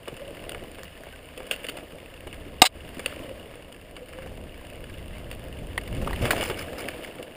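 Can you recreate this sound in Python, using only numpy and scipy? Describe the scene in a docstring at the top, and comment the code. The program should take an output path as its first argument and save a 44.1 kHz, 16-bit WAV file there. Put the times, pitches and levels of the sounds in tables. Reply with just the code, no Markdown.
"""Mountain bike tyres crush dry leaves on a forest trail; the microphone rides on the helmet in a plastic housing.
Below it knobs patter, drone and hum, and chain, frame and sticks clatter as noise bursts rung through resonances.
Close by, wind buffets as low noise. A thin branch whips the housing: decaying modes and scraping grains
overload the microphone and the gain control ducks. Late on the bike drops off a ledge, lands and skids."""
import sys
import numpy as np
from scipy import signal
from scipy.fft import rfft, irfft
from scipy.io import wavfile
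from scipy.ndimage import uniform_filter1d, minimum_filter1d

SR = 44100
rng = np.random.default_rng(int(sys.argv[2]) if len(sys.argv) > 2 else 0)


def digitize_waveform(pressure):
    """Quantize a signal to 16-bit integers and store it at the path in sys.argv[1].

    Rows of a 2-D input are taken as channels; values are limited to [-1, 1].
    """
    field = np.atleast_2d(pressure).T
    bounded = np.clip(field, -1, 1)
    quanta = np.round(bounded * 32767).astype(np.int16)
    wavfile.write(sys.argv[1], SR, quanta)


N = 324557
TIME = np.arange(N) / SR   # s
CUTOFF_HZ = 15500

# How hard the tyres crush the leaves: [t/s, crunch level/dB before a small trim]
LEAF_CRUSH = [(0.0, -52), (0.35, -48), (1.27, -51), (1.66, -47.5), (2.03, -51), (2.64, -52), (3.11, -46),
              (3.75, -54), (4.16, -51.5), (5.76, -50), (6.37, -39), (6.44, -40), (6.58, -44), (6.91, -43.5),
              (7.19, -49.5), (7.36, -52.5)]
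# Leaf spectrum, relative: [f/Hz, density/dB per Hz]
LEAF_COLOUR = [(200, -17), (600, -3.5), (1000, -2.5), (1600, -2), (2900, -3), (3800, -9), (5000, -11),
               (8000, -18), (11000, -17.5), (15000, -19.5)]
# Resonances and dips of the plastic housing: [f/Hz, width/Hz, height/dB]
HOUSING_PEAKS = [(2833, 560, 5), (4070, 220, -5.5), (4900, 670, 2.5), (6006, 870, -17.5), (7130, 670, 4),
                 (7990, 660, -3.5), (9140, 1630, 11), (11610, 400, 9), (11900, 440, -14.5), (12710, 350, 9),
                 (13300, 1000, -5), (14600, 700, 12)]

# How hard the tyres are pressed on the ground: [t/s, middle drone level/dB]
TYRE_DRONE = [(0, -50), (0.5, -42.5), (0.95, -50.5), (1.2, -50), (1.45, -47), (1.72, -44), (2.15, -50),
              (2.55, -46.5), (2.78, -47), (3.25, -42), (3.72, -50), (4.15, -47.5), (4.8, -47.5), (5.8, -45),
              (6.17, -39.5), (6.33, -30), (6.64, -41), (6.85, -37.5), (7.36, -44.5)]
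# Tyre spectrum, relative: [f/Hz, density/dB per Hz]
TYRE_COLOUR = [(80, -7.5), (190, -6.5), (290, 1), (400, -3), (510, 2.5), (570, 1), (680, -2), (820, -13.5),
               (1200, -19.5), (3000, -72)]

# Air speed round the helmet, as buffeting: [t/s, middle level/dB]
AIR_SPEED = [(0, -53), (0.43, -43.5), (0.65, -47), (1.75, -51.5), (2.15, -50.5), (2.35, -42.5),
             (2.8, -44.5), (3.7, -50.5), (4.08, -48.5), (4.3, -39.5), (4.6, -46), (5.25, -37.5),
             (5.48, -41), (5.66, -35), (5.84, -39), (6.0, -29), (6.28, -35.5), (6.55, -39.5), (7.36, -60)]
# Wind spectrum, relative: [f/Hz, density/dB per Hz]
WIND_COLOUR = [(10, -8.5), (25, 0), (45, -0.5), (80, -0.5), (120, -6.5), (180, -8.5), (300, -14.5),
               (600, -21), (2000, -57)]

# Tread humming on patches of hard soil: [middle t/s, half length/s, level/dB, knob rate f/Hz at the middle]
TREAD_HUMS = [(0.24, 0.08, -39, 547), (1.5, 0.17, -49.5, 528), (3.32, 0.15, -42.5, 563),
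              (4.13, 0.2, -47.5, 505), (6.5, 0.1, -40, 497), (7.05, 0.16, -48, 510.6)]
KNOB_GLIDE_HZ_PER_S, KNOB_JITTER, HUM_FLUTTER_DB = 90, 0.0469, 4.5   # jitter: rms fraction of the rate

# The light metal tick of the chain: [f/Hz, width/Hz, height/dB]
CHAIN_RINGS = [(2780, 640, 10), (5200, 2500, -3), (9200, 700, 7), (14800, 700, 5)]

# Frame parts and stones clacking over bumps:
# [t/s, level/dB, thud height/dB, clack height/dB, after-rattle/dB re the crack]
RATTLES = [(0.0752, -34, 20, 18, -13), (0.0804, -30.5, 17, -4, -12), (0.5467, -29.5, 14, 12, -35),
           (0.7844, -37.5, 11, 8, -13), (1.068, -36.5, 18, 6, -10), (1.3758, -34.5, 11, -3, -1),
           (1.4028, -33, 23, 7, -16), (1.6437, -30.5, -7, 10, -18), (1.649, -30.5, 7, 0, -18),
           (1.692, -29, -3, -1, -16), (1.772, -32.5, 11, 2, -1), (2.2707, -35, 12, 0, -5),
           (2.3276, -35.5, -8, 6, -9), (2.9941, -30, 5, 4, -14), (3.1243, -35, 27, 16, -26),
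           (3.7249, -40, -6, 1, -21), (3.9654, -36, 10, 8, -16), (4.133, -39.5, -6, 16.5, -9),
           (4.1865, -35.5, 11, 6, -11), (4.221, -40.5, -2, 14, -2), (4.8404, -37.5, -11, 18, -29),
           (5.8765, -37, 1, -9, -23), (6.2542, -20, 6, 6, -2), (6.3104, -15, 6, -1, -26),
           (6.3639, -27.5, 6, 6, -1), (6.4098, -23.5, -2, 1, -13), (6.4278, -22, 6.5, 0, -17),
           (6.4597, -37, 2, 9, -15), (6.4991, -23.5, 13.5, 3, -7), (6.7361, -31.5, 24, 5, -23),
           (6.8857, -24.5, -9, 13, -37), (7.227, -36, -10, -1, -20)]
# Rattle spectrum, relative: [f/Hz, density/dB per Hz]
RATTLE_COLOUR = [(100, -8.5), (500, 10), (1000, 0), (2800, 5), (4000, -6), (7000, -10), (10000, -18),
                 (15000, -14.5)]
# What the rattling bike rings with: [f/Hz, width/Hz, height/dB]
FRAME_RINGS = [(1156, 60, 5.5), (1670, 64, 3), (2235, 140, 7), (2940, 76, 8), (3480, 110, 7),
               (4860, 510, 4.5), (7380, 440, 3), (9050, 490, 7.5), (10000, 1200, 7.5)]
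# Lighter clacks at random times; their level is relative to the leaf crunch
JOLTS_PER_S, JOLT_DB, JOLT_SPREAD_DB = 4.6, 7.5, 1
JOLT_THUD_DB, JOLT_CLACK_DB, JOLT_AFTER_DB = -3, 11, -20   # thud and clack are middle values

# The suspension taking the ground: [t/s, level/dB, thud f/Hz]
THUMPS = [(0.123, -33.5, 280), (0.626, -35.5, 383), (1.933, -36, 372), (2.267, -33.5, 312),
          (2.46, -36.5, 378), (2.97, -33.5, 262), (3.199, -33, 314), (4.261, -34, 95), (4.316, -39, 80),
          (4.918, -34, 109), (5.629, -37, 62), (6.02, -26, 55), (6.062, -28, 55), (6.142, -31, 60),
          (6.2104, -21.5, 257), (6.225, -22.5, 136), (6.242, -21.5, 70), (6.498, -29, 444)]
# Thump spectrum, relative: [f/Hz, density/dB per Hz]
THUMP_COLOUR = [(20, 8.5), (60, -1), (120, 4.5), (250, -4.5), (550, -0.5), (1000, -17), (3000, -35)]

# The chain slapping the frame: [t/s, level/dB, crack t60/s, after-rattle/dB re the crack]
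CHAIN_SLAPS = [(0.4936, -27, 0.0063, -27), (0.519, -32, 0.0076, -25), (1.5112, -17.5, 0.021, -9.5),
               (1.667, -32, 0.014, -31), (1.686, -26.5, 0.016, -15), (1.696, -30, 0.014, -30),
               (3.0598, -17.5, 0.014, -18), (5.3137, -30.5, 0.008, -19), (5.3287, -40, 0.008, -20)]
# Slap spectrum, relative: [f/Hz, density/dB per Hz]
SLAP_COLOUR = [(100, -13), (380, -3.5), (560, 6.5), (800, -10), (1200, -9), (1500, 0.5), (2000, -5.5),
               (2800, 3.5), (4000, -11), (5000, -13.5), (7000, -14), (10500, -24.5), (15000, -18)]
# What a slap rings with: [f/Hz, width/Hz, height/dB]
SLAP_RINGS = [(2020, 110, 6), (2940, 260, 1.5), (4500, 160, 10), (7530, 200, 4), (9150, 390, 9.5)]

# Dry twigs and sticks breaking under the wheels: [t/s, level/dB, crack t60/s]
STICKS = [(0.833, -32.5, 0.0054), (0.844, -40, 0.0078), (1.0352, -37, 0.006), (6.3071, -19, 0.044),
          (6.8862, -33, 0.0071)]
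# Stick spectrum, relative: [f/Hz, density/dB per Hz]
STICK_COLOUR = [(500, -22), (1700, 12), (3000, -6), (4600, 1), (5600, -11), (7000, -4), (8000, -9),
                (10000, -2), (12000, -30), (15000, 1)]

# The branch striking and bouncing: [t/s, strength/dB, f/Hz that the contact favours]
BRANCH_BLOWS = [(2.6184, 1.5, 2800), (2.6197, 7, 600), (2.6222, 8.5, 5000), (2.628, -5.5, 1500),
                (2.636, -12, 3500), (2.641, -3.5, 800)]
# What the struck housing rings with: [f/Hz, level/dB re the blow, t60/s]
HOUSING_MODES = [(660, -8.5, 0.043), (757, -1.5, .045), (903, -1.5, 0.027), (1190, -8.5, 0.082),
                 (1590, -14, 0.019), (2130, -4, 0.023), (2500, -7.5, .02), (2776, -5.5, 0.021),
                 (3726, -3.5, 0.025), (3773, -3, 0.023), (5010, -7.5, 0.016), (6800, -16, 0.026),
                 (8080, -2.5, 0.03)]
# The bark catching and sliding off: [t/s, length/s, stroke gain/dB]
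BARK_SCRAPES = [(2.6275, 0.0017, -12.5), (2.636, 0.0072, -16.5), (2.6508, 0.004, -5), (2.6578, 0.005, -6.5),
                (2.666, 0.005, -11.5)]
# Scrape spectrum, relative: [f/Hz, density/dB per Hz]
SCRAPE_COLOUR = [(200, -5), (900, -9.5), (2200, -1), (3800, 0), (5200, -3.5), (6000, -23), (7000, -7),
                 (9300, -7), (11000, -22.5), (12200, -38), (14700, -8), (16000, -23.5)]
# Resonances that the scraping wakes: [f/Hz, width/Hz, height/dB]
SCRAPE_RINGS = [(1185, 120, 6.5), (2245, 121, 4.5), (2897, 250, 4.5), (3240, 140, 0), (3950, 364, 5),
                (4900, 180, 3), (7060, 195.5, 7), (8230, 420, 5.5), (11400, 500, 9), (12730, 400, 10)]

# Hollow plastic knocks around the drop and landing: [t/s, level/dB, f/Hz]
PLASTIC_KNOCKS = [(5.7779, -20, 1980), (6.074, -24.5, 1160), (6.108, -29, 1020), (6.1309, -27.5, 1860),
                  (6.135, -36, 1110), (6.3067, -16.5, 1800), (6.3308, -21.5, 750)]
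# Knock spectrum, relative: [f/Hz, density/dB per Hz]
KNOCK_COLOUR = [(150, -26), (700, 1), (2200, -7), (3200, -7), (4500, -14), (6000, -30), (8500, -15.5),
                (10300, -10), (12000, -32), (13800, -10), (15500, -24)]

# Tyres biting into loose dirt after the landing: [t/s, length/s, stroke gain/dB]
SKIDS = [(6.212, 0.056, -34), (6.31, 0.0069, -26), (6.375, 0.1, -33), (6.56, 0.058, -39.5),
         (6.778, 0.03, -35), (7.035, 0.034, -41)]
# Skid spectrum, relative: [f/Hz, density/dB per Hz]
SKID_COLOUR = [(300, -8), (1000, -6), (2000, 5), (3000, 0.5), (4000, -9.5), (5000, -6.5), (6000, -16),
               (7200, -7.5), (8000, -12), (9800, -8), (12000, -18), (14500, -5)]


def from_db(db):
    """Decibels to gain."""
    return 10 ** (np.asarray(db) / 20)


def rms_one(x):
    """Scale to unit power."""
    return x / np.sqrt(np.mean(x ** 2) + 1e-20)


def at_time(rows, s):
    """Value of a two-column [t/s, value] table at time s, along straight lines."""
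    times, values = np.transpose(rows)
    return np.interp(s, times, values)


def decay(t, t60):
    """Exponential fade that falls 60 dB in t60 seconds."""
    return from_db(-60 * t / t60)


def add(track, s, sound):
    """Mix a sound in from time s."""
    start = int(s * SR)
    track[start:start + len(sound)] += sound[:N - start]


def drift(rate):
    """Smooth random wander of spread 1, with a new target rate times a second."""
    knots = rng.standard_normal(N // 20)
    return rms_one(np.interp(TIME * rate, np.arange(len(knots)), knots))


def response(colour, peaks=(), size=4096):
    """Causal (minimum-phase) impulse response of a spectrum with resonances on it."""
    hz = np.maximum(np.fft.rfftfreq(size, 1 / SR), 1)
    points_hz, points_db = np.transpose(colour)
    db = np.interp(np.log(hz), np.log(points_hz), points_db)
    for centre, width, height in peaks:
        db = db + height / (1 + (2 * (hz - centre) / width) ** 2)
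    # folding the cepstrum onto positive time gives minimum phase
    cepstrum = irfft(np.log(from_db(db)))
    cepstrum[1:size // 2] *= 2
    cepstrum[size // 2 + 1:] = 0
    return irfft(np.exp(rfft(cepstrum)))[:size // 2]


def through(x, impulse):
    """Pass a sound through an impulse response."""
    return signal.oaconvolve(x, impulse)[:len(x)]


def grains(per_s, spread_db):
    """Random clicks, many small and a few large."""
    born = rng.random(N) < per_s / SR
    sizes = from_db(spread_db * np.minimum(rng.exponential(1, N), 5))
    signs = rng.choice([-1, 1], N)
    return rms_one(born * sizes * signs)


def snaps(low_hz, high_hz, per_s, spread_db, t60, ring_db, count=12, size=800):
    """Brittle things breaking; each kind crackles briefly around a pitch of its own."""
    out, t = np.zeros(N), np.arange(size) / SR
    for hz in np.geomspace(low_hz, high_hz, count):
        splinters = rng.standard_normal(size) * decay(t, t60)
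        pitch = response([(hz, 0)], [(hz, hz / 3, ring_db)])
        snap = rms_one(through(splinters, pitch))
        out += through(grains(per_s / count, spread_db), snap)
    return rms_one(out)


def burst(envelope, impulse, level_db):
    """A cluster of tiny impacts under an envelope, rung through a body; the level is that of its loudest 3 ms."""
    impacts = envelope * rng.choice([-1, 1], len(envelope))
    hit = through(impacts, impulse)
    loudest = np.sqrt(uniform_filter1d(hit ** 2, size=128).max())
    return from_db(level_db) * hit / loudest


def clatter(after_db, crack_t60, after_t60=0.15, rise_s=.0003, bounces_per_s=450, size=8000):
    """Envelope of a contact: a short crack and a ragged after-rattle."""
    t = np.arange(size) / SR
    ragged_db = np.interp(t * bounces_per_s, np.arange(size), rng.uniform(-9, 5, size))
    after_rattle = from_db(after_db + ragged_db - 60 * t / after_t60)
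    return np.minimum(t / rise_s, 1) * (decay(t, crack_t60) + after_rattle)


def strokes(rows, attack_s, release_t60):
    """Gain of a row of rubbing strokes: each rises, holds for its length and dies away."""
    gain = np.zeros(N)
    for s, length, db in rows:
        rise = np.clip((TIME - s) / attack_s, 0, 1)
        fade_db = 60 * np.clip((TIME - s - length) / release_t60, 0, 4)
        gain += from_db(db - fade_db) * rise
    return gain


def leaves(trim_db=-0.44):
    """Leaves under the wheels break in clumps of brittle snaps over a smooth noise rustle."""
    crackle = snaps(1100, 3300, per_s=600, spread_db=2.0, t60=0.017, ring_db=12.5)
    clumped = crackle * from_db(1.49 * drift(25))
    rustle = from_db(1.5) * rng.standard_normal(N)
    crunch = rms_one(through(clumped + rustle, response(LEAF_COLOUR, HOUSING_PEAKS)))
    return from_db(at_time(LEAF_CRUSH, TIME) + trim_db) * crunch


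def tyres(bumps_db=1.23, bumps_per_s=25):
    """Knobs patter on the soil and boom in the casing, unevenly over small bumps."""
    patter = rms_one(through(grains(per_s=1500, spread_db=3.0), response(TYRE_COLOUR)))
    return from_db(at_time(TYRE_DRONE, TIME) + bumps_db * drift(bumps_per_s)) * patter


def wind(gust_db=-0.5, gusts_per_s=14):
    """Lumpy low noise buffets round the helmet, close to the microphone."""
    air = rms_one(through(rng.standard_normal(N), response(WIND_COLOUR)))
    return from_db(at_time(AIR_SPEED, TIME) + gust_db * drift(gusts_per_s)) * air


def tread():
    """On hard patches the knobs fall into an unsteady hum whose pitch climbs within each patch."""
    out, jitter = np.zeros(N), 1 + KNOB_JITTER * drift(110)
    for s, half_s, db, hz in TREAD_HUMS:
        near = np.abs(TIME - s) < 3 * half_s
        t = TIME[near] - s
        knob_hz = (hz + KNOB_GLIDE_HZ_PER_S * t) * jitter[near]
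        phase = 2 * np.pi * np.cumsum(knob_hz) / SR
        out[near] += from_db(db) * np.exp(-(t / half_s) ** 2) * np.sin(phase)
    return out * from_db(HUM_FLUTTER_DB * drift(45))


def chain(per_s=23, unevenness=.3, db=6.0, spread_db=2.5, t60=0.011, size=900, count=260):
    """The swinging chain ticks crisply in a loose rhythm, harder where the ground is rough."""
    out, fade = np.zeros(N), decay(np.arange(size) / SR, t60)
    link = response(LEAF_COLOUR, HOUSING_PEAKS + CHAIN_RINGS)
    times = np.cumsum(np.exp(unevenness * rng.standard_normal(count))) / per_s
    forces = np.clip(rng.standard_normal(count), -2, 2)
    for s, force in zip(times[times < TIME[-1]], forces):
        level_db = at_time(LEAF_CRUSH, s) + db + spread_db * force
        add(out, s, burst(fade, link, level_db))
    return out


def rattles(contacts):
    """Each contact clatters through the frame with its own share of thud and clack."""
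    out = np.zeros(N)
    for s, level_db, thud_db, clack_db, after_db in contacts:
        body = [(520, 1550, thud_db), (1540, 930, clack_db)]   # f/Hz, width/Hz, height/dB
        frame = response(RATTLE_COLOUR, HOUSING_PEAKS + FRAME_RINGS + body)
        add(out, s, burst(clatter(after_db, crack_t60=0.016), frame, level_db))
    return out


def jolts(count=80):
    """Light contacts at uneven intervals, harder where the ground is rough; rows like RATTLES."""
    times = np.cumsum(rng.uniform(.2, 1.8, count)) / JOLTS_PER_S
    chance = rng.standard_normal((count, 3))
    contacts = []
    for s, (force, thud, clack) in zip(times, chance):
        if s < TIME[-1]:
            level_db = at_time(LEAF_CRUSH, s) + JOLT_DB + JOLT_SPREAD_DB * force
            contacts.append((s, level_db, JOLT_THUD_DB + 5 * thud, JOLT_CLACK_DB + 5 * clack, JOLT_AFTER_DB))
    return contacts


def thumps(t60=0.086, size=6000):
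    """A wheel meets the ground and shakes frame, rider and helmet."""
    out, fade = np.zeros(N), decay(np.arange(size) / SR, t60)
    for s, level_db, hz in THUMPS:
        add(out, s, burst(fade, response(THUMP_COLOUR, [(hz, hz / 2, 14)]), level_db))
    return out


def slaps():
    """The chain hits the stay with a bright metal ring, and its links settle."""
    out, metal = np.zeros(N), response(SLAP_COLOUR, HOUSING_PEAKS + SLAP_RINGS)
    for s, level_db, t60, after_db in CHAIN_SLAPS:
        add(out, s, burst(clatter(after_db, crack_t60=t60), metal, level_db))
    return out


def sticks(after_db=-15):
    """Dry wood breaks with a bright, splintering crack; thicker sticks take longer."""
    out, wood = np.zeros(N), response(STICK_COLOUR)
    for s, level_db, t60 in STICKS:
        add(out, s, burst(clatter(after_db, crack_t60=t60, after_t60=8.7 * t60), wood, level_db))
    return out


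def squeak(s=1.139, length=0.0091, hz=1540, db=-44):
    """One faint, short squeak: a sine under a bell-shaped envelope."""
    return from_db(db) * np.exp(-((TIME - s) / length) ** 2) * np.sin(2 * np.pi * hz * TIME)


def mount_thud(t, hz=280, db=4.0, rise_s=.001, t60=0.024):
    """The whole mount jolts under the branch as one low, quickly damped swing."""
    return from_db(db) * decay(t, t60) * np.cos(2 * np.pi * hz * t) * (1 - np.exp(-t / rise_s))


def branch(lowest_hz=450, off_pitch_db=3.5, crack_db=-9, crack_t60=.016, thud_s=2.6193, size=6000):
    """A thud and fast blows ring the housing's modes; bark scrapes it between the later blows and after them."""
    out, cracks, t = np.zeros(N), np.zeros(N), np.arange(size) / SR
    for s, blow_db, contact_hz in BRANCH_BLOWS:
        add(cracks, s, from_db(blow_db + crack_db) * decay(t, crack_t60))
        for hz, db, t60 in HOUSING_MODES:
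            octaves_off = abs(np.log2(hz / contact_hz))
            strength_db = blow_db + db - off_pitch_db * octaves_off
            phase = 2 * np.pi * (hz * t + .1 * rng.standard_normal())
            add(out, s, from_db(strength_db) * decay(t, t60) * np.sin(phase))
    rubbing = strokes(BARK_SCRAPES, attack_s=.0007, release_t60=0.023)
    bark = (cracks + rubbing) * grains(per_s=6500, spread_db=3.0)
    shell = response(SCRAPE_COLOUR, SCRAPE_RINGS)
    out += through(bark, shell / np.linalg.norm(shell))
    no_bass = signal.butter(4, lowest_hz, "high", fs=SR, output="sos")   # a small shell has no bass
    out = signal.sosfilt(no_bass, out)
    add(out, thud_s, mount_thud(t))
    return out


def knocks(t60=0.028, size=2000):
    """Loose plastic parts knock before and after the landing, each at a broad pitch."""
    out, fade = np.zeros(N), decay(np.arange(size) / SR, t60)
    for s, level_db, hz in PLASTIC_KNOCKS:
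        add(out, s, burst(fade, response(KNOCK_COLOUR, [(hz, 700, 16)]), level_db))
    return out


def skid(clump_db=2.0, clumps_per_s=110):
    """Grit and twigs are ground under the sliding tyres in clumps of coarse grains."""
    grit = snaps(710, 6360, per_s=700, spread_db=4.0, t60=0.019, ring_db=15)
    clumped = grit * from_db(clump_db * drift(clumps_per_s))
    ground = rms_one(through(clumped, response(SKID_COLOUR, FRAME_RINGS)))
    return strokes(SKIDS, attack_s=0.0052, release_t60=0.096) * ground


def gain_control(x, threshold_db=-2, depth_db=13.0, hold_s=0.057, release_db_per_s=280, attack_s=0.0035):
    """An overload pulls the microphone gain down; it holds briefly, then recovers."""
    over_db = np.clip(20 * np.log10(np.abs(x) + 1e-9) - threshold_db, 0, depth_db)
    half = int(hold_s * SR / 2)
    held_db = -minimum_filter1d(-over_db, 2 * half + 1, origin=half)   # largest excess within the hold time
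    # a running maximum against a steady slope lets the duck recover in a straight line
    fall_db = release_db_per_s * TIME
    duck_db = np.maximum.accumulate(held_db + fall_db, axis=-1) - fall_db
    pole = np.exp(-1 / (attack_s * SR))
    smooth_db = signal.lfilter([1 - pole], [1, -pole], duck_db)
    return x * from_db(-smooth_db)


def scene():
    """Ground, bike, wind and branch all reach one microphone on the helmet."""
    ground = leaves() + tyres() + tread() + thumps() + skid() + sticks()
    bike = rattles(RATTLES) + slaps() + knocks() + squeak() + chain()
    return (ground + bike + wind() + branch() + rattles(jolts()))[None]


def record(dry):
    """The gain ducks, the loudest peaks clip and the top is cut."""
    clipped = np.clip(gain_control(dry), -.95, .95)
    top_cut = signal.ellip(12, .2, 80, CUTOFF_HZ, fs=SR, output="sos")
    return signal.sosfilt(top_cut, clipped)


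dry = scene()
out = record(dry)
digitize_waveform(out)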